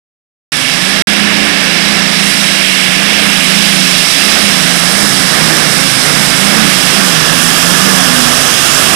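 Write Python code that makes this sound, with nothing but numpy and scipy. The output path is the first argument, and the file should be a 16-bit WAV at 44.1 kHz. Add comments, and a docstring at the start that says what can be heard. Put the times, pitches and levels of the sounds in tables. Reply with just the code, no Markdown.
"""A dirt pulling track, heard from a small camera microphone as a tractor hauls its sled closer.
The engine is at full power; its revs surge and sag as the tyres bite. Open exhaust stacks give a low
drone of engine orders, a harsh roar that pulses with each firing, and brief howls; near the end, a faint
whistle climbs. The microphone overloads, and only its right channel works. The sound cuts in abruptly
and drops out once."""
import sys
import numpy as np
from scipy import signal
from scipy.fft import rfft, irfft
from scipy.io import wavfile
from scipy.ndimage import uniform_filter1d

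SR = 44100
rng = np.random.default_rng(int(sys.argv[2]) if len(sys.argv) > 2 else 0)


def put_to_file(sound):
    """Save the sound as 16-bit audio at rate SR, in the file named by the first command-line argument."""
    columns = np.atleast_2d(sound).T  # one column per channel
    safe = np.clip(columns, -1, 1)
    whole_steps = np.round(safe * 32767)
    wavfile.write(sys.argv[1], SR, whole_steps.astype(np.int16))


N = 394694
TIME = np.arange(N) / SR
FREQS = np.fft.rfftfreq(N, 1 / SR)


def amp(db):
    """Decibels to gain."""
    return 10 ** (np.asarray(db) / 20)


def unit(x):
    """Scales to rms 1."""
    return x / np.sqrt(np.mean(x ** 2) + 1e-20)


def curves(table):
    """Each column of timed rows at every sample."""
    times, *columns = np.transpose(table)
    return [np.interp(TIME, times, column) for column in columns]


def wander(rate_hz, size=4096):
    """Slow random motion of rms 1."""
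    hz = np.fft.rfftfreq(size, TIME[-1] / size)
    slow = irfft(rfft(rng.standard_normal(size)) / (1 + (hz / rate_hz) ** 4))
    return np.interp(TIME, np.linspace(0, TIME[-1], size), unit(slow))


def bell(hz, centre_hz, width_hz):
    """Shape of a resonance, 1 at its centre."""
    return 1 / (1 + (2 * (hz - centre_hz) / width_hz) ** 2)


# engine speed down the track (time [s], four-stroke cycle rate [Hz])
ENGINE_SPEED = [(.53, 22.8), (.64, 23.25), (.94, 28.58), (1.15, 29.34), (1.43, 29.87), (1.65, 28.4),
                (1.92, 29.3), (2.16, 28.32), (2.39, 28.65), (2.93, 26.36), (3.12, 29.96), (3.25, 30),
                (3.45, 25.9), (3.6, 29.83), (3.84, 26.56), (4.13, 25.38), (4.34, 30.97), (4.66, 25.65),
                (4.82, 24.45), (5.04, 29.65), (5.26, 25.92), (5.44, 32.72), (5.82, 28.17), (5.94, 24.2),
                (6.09, 31.2), (6.23, 29.32), (6.35, 25.7), (6.56, 31.7), (6.65, 30.52), (6.81, 24.84),
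                (6.98, 29.03), (7.19, 22.37), (7.42, 24.56), (7.6, 24.1), (7.87, 27.78), (8.09, 25.18),
                (8.57, 22.82), (8.95, 28.5)]
CRUISE_HZ = 27


def crankshaft(flywheel_s=0.055):
    """Cycle rate and cycles run: revs surge as tyres slip and sag as they bite, eased by the flywheel."""
    cycle_hz = uniform_filter1d(curves(ENGINE_SPEED)[0], round(flywheel_s * SR))
    return cycle_hz, np.cumsum(cycle_hz) / SR


# the roar's tone colour shifting between a distant and a close sound
# (time [s], blend [0 distant to 1 close])
COLOUR_BLEND = [(.5, 0.43), (1.2, 0.16), (3.4, 0.33), (4.4, .38), (5.1, 0.4), (6.4, 0.38), (7.4, 0.98),
                (8.95, 0.96)]


def colour_blend():
    """Share of the close tone colour in the roar; it also roughens and thins the drone."""
    return curves(COLOUR_BLEND)[0]


def order_tone(cycles, order, blend, flutter_hz=12, note_order=7, throb_lag_turns=0.35):
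    """One multiple of the cycle rate, shaken by uneven combustion, more so as the colour blend rises."""
    flutter_depth = np.interp(blend, [0, 1], [0.18, 0.33])
    sway_radians = np.interp(blend, [0, 1], [0.062, 0.23])
    if order == note_order:
        offset = 0
    elif abs(order - note_order) == 1:  # the note's neighbours beat against it once a cycle: a throb
        offset = throb_lag_turns
    else:
        offset = rng.random()
    phase = 2 * np.pi * (order * cycles + offset) + sway_radians * wander(flutter_hz)
    return np.sqrt(2) * np.cos(phase) * (1 + flutter_depth * wander(flutter_hz))


# the three orders that carry the note, swelling and fading, at cruising speed (time [s], level [dB])
FIFTH = [(.53, -38), (1.1, -53), (2.1, -43), (3.3, -45), (4.5, -46), (5, -32.5), (5.55, -31), (6.1, -31),
         (7, -32), (7.8, -40), (8.95, -37)]
SIXTH = [(.53, -33.5), (1.43, -31), (1.65, -28), (2.45, -26.5), (2.66, -39), (3.1, -30), (3.7, -26),
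         (4.35, -37), (4.65, -23.5), (4.8, -34.5), (5.3, -33), (5.55, -39), (5.799, -21.5), (5.97, -31),
         (6.55, -27), (6.75, -22), (6.95, -34), (7.6, -31), (8.05, -26), (8.3, -30.5), (8.6, -29)]
SEVENTH = [(.53, -33), (.87, -25.5), (1.3, -20.5), (1.65, -28), (1.92, -24), (2.92, -25.5), (3.1, -23.5),
           (3.35, -24), (3.65, -21), (3.95, -21), (4.08, -34), (4.26, -22.5), (5.2, -22), (5.45, -29),
           (5.8, -26.5), (6, -34), (6.45, -21), (7.6, -22), (7.88, -17), (8.55, -39), (8.95, -29)]
# their rise with the revs (order [x cycle rate], level curve [table], gain above cruise [dB/Hz])
STRONG_ORDERS = [(5, FIFTH, 2), (6, SIXTH, 0.63), (7, SEVENTH, 0.28)]
# the comb that follows the roar's boom band (order [x cycle rate], relative level [dB])
WEAK_ORDERS = [(2, -18), (4, -22), (8, -11), (9, -10.5), (10, -7), (11, -9.5), (12, -11.5), (13, -15.5),
               (14, -9), (15, -20.5), (16, -14), (18, -28)]


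def drone(cycles, cycle_hz, blend, boom_db, weak_trim_db=-1.3, blend_trim_db=-4):
    """The stacks' low note: three strong orders and a comb of weak ones from unequal cylinders."""
    strong = weak = 0
    for order, level_curve, db_per_hz in STRONG_ORDERS:
        db = curves(level_curve)[0] + db_per_hz * (cycle_hz - CRUISE_HZ)
        strong += amp(db) * order_tone(cycles, order, blend)
    for order, db in WEAK_ORDERS:
        # the exhaust pipe lifts whichever weak order passes its resonance
        pipe_db = 6.7 * bell(order * cycle_hz, centre_hz=260, width_hz=23)
        weak += amp(db + pipe_db) * order_tone(cycles, order, blend)
    # as the colour blend rises, the weak orders sink under the turbulent boom
    return strong + amp(boom_db + weak_trim_db + blend_trim_db * blend) * weak


# the firings of one cylinder bank, in turn (strength [dB])
FIRING_DB = [5.5, -0.5, -11, -6, -8, -6.5]


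def blasts(cycles, decay_firings=0.11, steady_jet=1.04):
    """Turbulent gas: each opening exhaust valve adds a fading puff to the steady jet."""
    firings = cycles * len(FIRING_DB)
    number = firings.astype(int)
    scatter_db = rng.uniform(-1, 1, N)[number]  # no two firings burn quite alike
    strength = amp(np.take(FIRING_DB, number, mode="wrap") + scatter_db)
    puffs = strength * np.exp(-(firings % 1) / decay_firings)
    return (steady_jet + puffs) * rng.standard_normal(N)


# broad spectrum of the exhaust jet (frequency [Hz], relative level [dB])
JET_SPECTRUM = [(15, -39), (45, -4), (90, -4.5), (130, 2.5), (200, 4), (290, 1.5), (450, -4), (950, -5.5),
                (1700, -1), (3000, 1.5), (6000, -4), (10000, -4), (12000, -12.5), (15500, -34)]
# peaks and notches from stacks to microphone
# (centre [Hz], width [Hz], gain in the distant colour [dB], gain in the close colour [dB])
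PATH_RESONANCES = [(65, 80, -3.5, 2.5), (340, 110, 1, 2.5), (452.7, 150, -2, 1), (670, 510, 4, 3),
                   (935, 250, -2, -2.5), (1205, 300, -1, 5), (1710, 260, 3.5, 4.5), (1960, 240, 1, -2.5),
                   (2204, 420, 8, 1.5), (2734, 510, 6, 6), (3340, 390, 3, 5.5), (3940, 260, 5, 2.5),
                   (4230, 690, -4, -4), (5280, 1600, 4, 6.5), (6580, 710, -9, -1.5), (8600, 1100, 3.5, 1),
                   (13900, 1900, -4.5, 10.5)]


def roar_colour(gas, blend):
    """The jet's broad spectrum, crossfaded between a distant-sounding and a close-sounding colour."""
    jet_hz, jet_db = np.transpose(JET_SPECTRUM)
    spectrum = rfft(gas) * amp(np.interp(np.log(FREQS + 1), np.log(jet_hz), jet_db))
    distant_db = sum(db * bell(FREQS, hz, width) for hz, width, db, _ in PATH_RESONANCES)
    close_db = sum(db * bell(FREQS, hz, width) for hz, width, _, db in PATH_RESONANCES)
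    distant = irfft(spectrum * amp(distant_db), N)
    close = irfft(spectrum * amp(close_db), N)
    return (1 - blend) * distant + blend * close


# a metallic ring that comes and goes in the roar (time [s], lift [dB])
RING_LIFT = [(.5, 3.5), (2.4, 1.5), (4.75, -0.5), (5.05, 1.5), (5.7, 0), (6, -5.5), (6.9, 0), (7.35, 3),
             (8.25, -0.5), (8.5, -3)]


def metallic_ring(jet):
    """Lifts or lowers one narrow resonance of the roar."""
    narrow = irfft(rfft(jet) * bell(FREQS, centre_hz=1720, width_hz=100), N)
    return jet + (amp(curves(RING_LIFT)[0]) - 1) * narrow


# the roar at cruising speed, before band trims, growing louder at the microphone
# (time [s], body [dB], bark [dB], rasp [dB], hiss [dB])
ROAR_LEVELS = [(.53, -23, -21, -22, -26), (.95, -21, -18.5, -20.5, -24.5), (1.3, -21, -17, -21, -28),
               (2.12, -21, -20, -18.5, -26), (2.3, -21.5, -18, -18.5, -21.5), (2.7, -22, -15, -19, -22.5),
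               (3.05, -20.5, -16, -21, -24), (3.55, -20.6, -16, -17, -20.5), (4.33, -20, -16, -16, -19.7),
               (4.66, -18.5, -17.5, -17.5, -20), (4.95, -18.5, -22.5, -17.5, -18),
               (5.45, -19, -21, -17.5, -20), (6.3, -18, -20.5, -18, -19), (6.7, -17.5, -17, -18, -18.5),
               (7.08, -17, -17.5, -18.5, -18), (7.23, -15, -17, -19.3, -21), (7.42, -16, -17.3, -20, -17.5),
               (7.95, -15, -18, -18, -17.5), (8.6, -15.5, -17, -19, -17.5), (8.95, -15.5, -16, -19, -16.5)]
# gain above cruise, strongest in the low bands (boom, body, bark, rasp, hiss [dB/Hz])
REV_GAIN = [0.56, 0.48, 0.14, .08, .05]


def roar_levels(cycle_hz, boom_below_body_db=6.5):
    """Level of the five bands in dB: a slow, uneven climb plus a swell with every rise in speed."""
    body, *upper = curves(ROAR_LEVELS)
    cruising = [body - boom_below_body_db, body, *upper]
    return [db + slope * (cycle_hz - CRUISE_HZ) for db, slope in zip(cruising, REV_GAIN)]


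# crossovers between boom, body, bark, rasp and hiss (frequency [Hz])
BAND_EDGES = [450, 1950, 3600, 6500]


def roar(cycles, blend, levels_db, trims_db=(-3, 0, -2.5, 0, -1), gust_db=0.52):
    """The blasts heard across the track, in five bands that waver in the moving air."""
    jet = roar_colour(blasts(cycles), blend)
    spectrum = rfft(metallic_ring(jet))
    low_passes = [0] + [1 / (1 + (FREQS / edge) ** 10) for edge in BAND_EDGES] + [1]
    out = np.zeros(N)
    for lower, upper, db, trim_db in zip(low_passes, low_passes[1:], levels_db, trims_db):
        band = unit(irfft(spectrum * (upper - lower), N))
        out += band * amp(db + trim_db + gust_db * wander(9))
    return out


# howls along the run (peak time [s], time above half strength [s], order [x cycle rate], level [dB])
PIPE_HOWLS = [(.64, 0.18, 11, -27.5), (1.42, 0.23, 10, -31), (3.19, 0.28, 10, -28), (4.065, 0.11, 10, -28),
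              (5.508, .18, 10, -26.5), (6.109, 0.071, 10, -26), (6.665, 0.11, 10, -23.5),
              (7.44, .16, 10, -26), (8.18, 0.23, 10, -20), (8.75, 0.11, 10, -28)]


def howls(cycles):
    """The pipes howl briefly on an upper engine order, swelling and dying away."""
    out = np.zeros(N)
    for peak_s, length_s, order, db in PIPE_HOWLS:
        on = abs(TIME - peak_s) < length_s
        swell = np.cos(np.pi / 2 * (TIME[on] - peak_s) / length_s) ** 2
        tone = np.sqrt(2) * np.cos(2 * np.pi * (order * cycles[on] + rng.random()))
        out[on] += amp(db) * swell * tone
    return out


# the whistle at close range, in the last second (time [s], pitch [Hz], level [dB])
WHISTLE_CLIMB = [(8.1, 5365, -60), (8.4, 5900, -25), (8.6, 6617, -28), (8.72, 7120, -20), (8.82, 7860, -27),
                 (8.95, 9460, -30)]


def whistle(width_hz=260):
    """A faint airy whistle: narrow noise carried along a rising pitch."""
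    hz, db = curves(WHISTLE_CLIMB)
    fuzz = irfft(rfft(rng.standard_normal(N)) / (1 + (FREQS / width_hz) ** 2), N)
    carrier = np.cos(2 * np.pi * np.cumsum(hz) / SR)
    return amp(db) * unit(fuzz * carrier)


def scene():
    """Trackside: drone, roar and howls follow one crankshaft; the tractor reaches both channels alike."""
    cycle_hz, cycles = crankshaft()
    blend = colour_blend()
    levels_db = roar_levels(cycle_hz)
    tractor = drone(cycles, cycle_hz, blend, boom_db=levels_db[0])
    tractor += roar(cycles, blend, levels_db) + howls(cycles) + whistle()
    return np.array([tractor, tractor])


# stretches in which the microphone is live, with a brief dropout between (start [s], end [s])
MIC_LIVE = [(.520, 1.022), (1.072, 9)]


def record(dry, gain_db=9, ceiling=0.97, leak_db=-42, noise_db=-45, noise_corner_hz=25, cutoff_hz=15500):
    """The microphone's preamplifier saturates; the dead left side has only a faint leak and low noise."""
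    right = ceiling * np.tanh(amp(gain_db) * dry[1] / ceiling)
    low_noise = unit(irfft(rfft(rng.standard_normal(N)) / (1 + FREQS / noise_corner_hz), N))
    left = amp(leak_db) * right + amp(noise_db) * low_noise
    live = sum((TIME >= start) & (TIME < end) for start, end in MIC_LIVE)
    low_pass = signal.firwin(255, cutoff_hz, window=("kaiser", 8), fs=SR)
    return signal.oaconvolve(np.array([left, right]) * live, low_pass[None], "same")


dry = scene()
out = record(dry)
put_to_file(out)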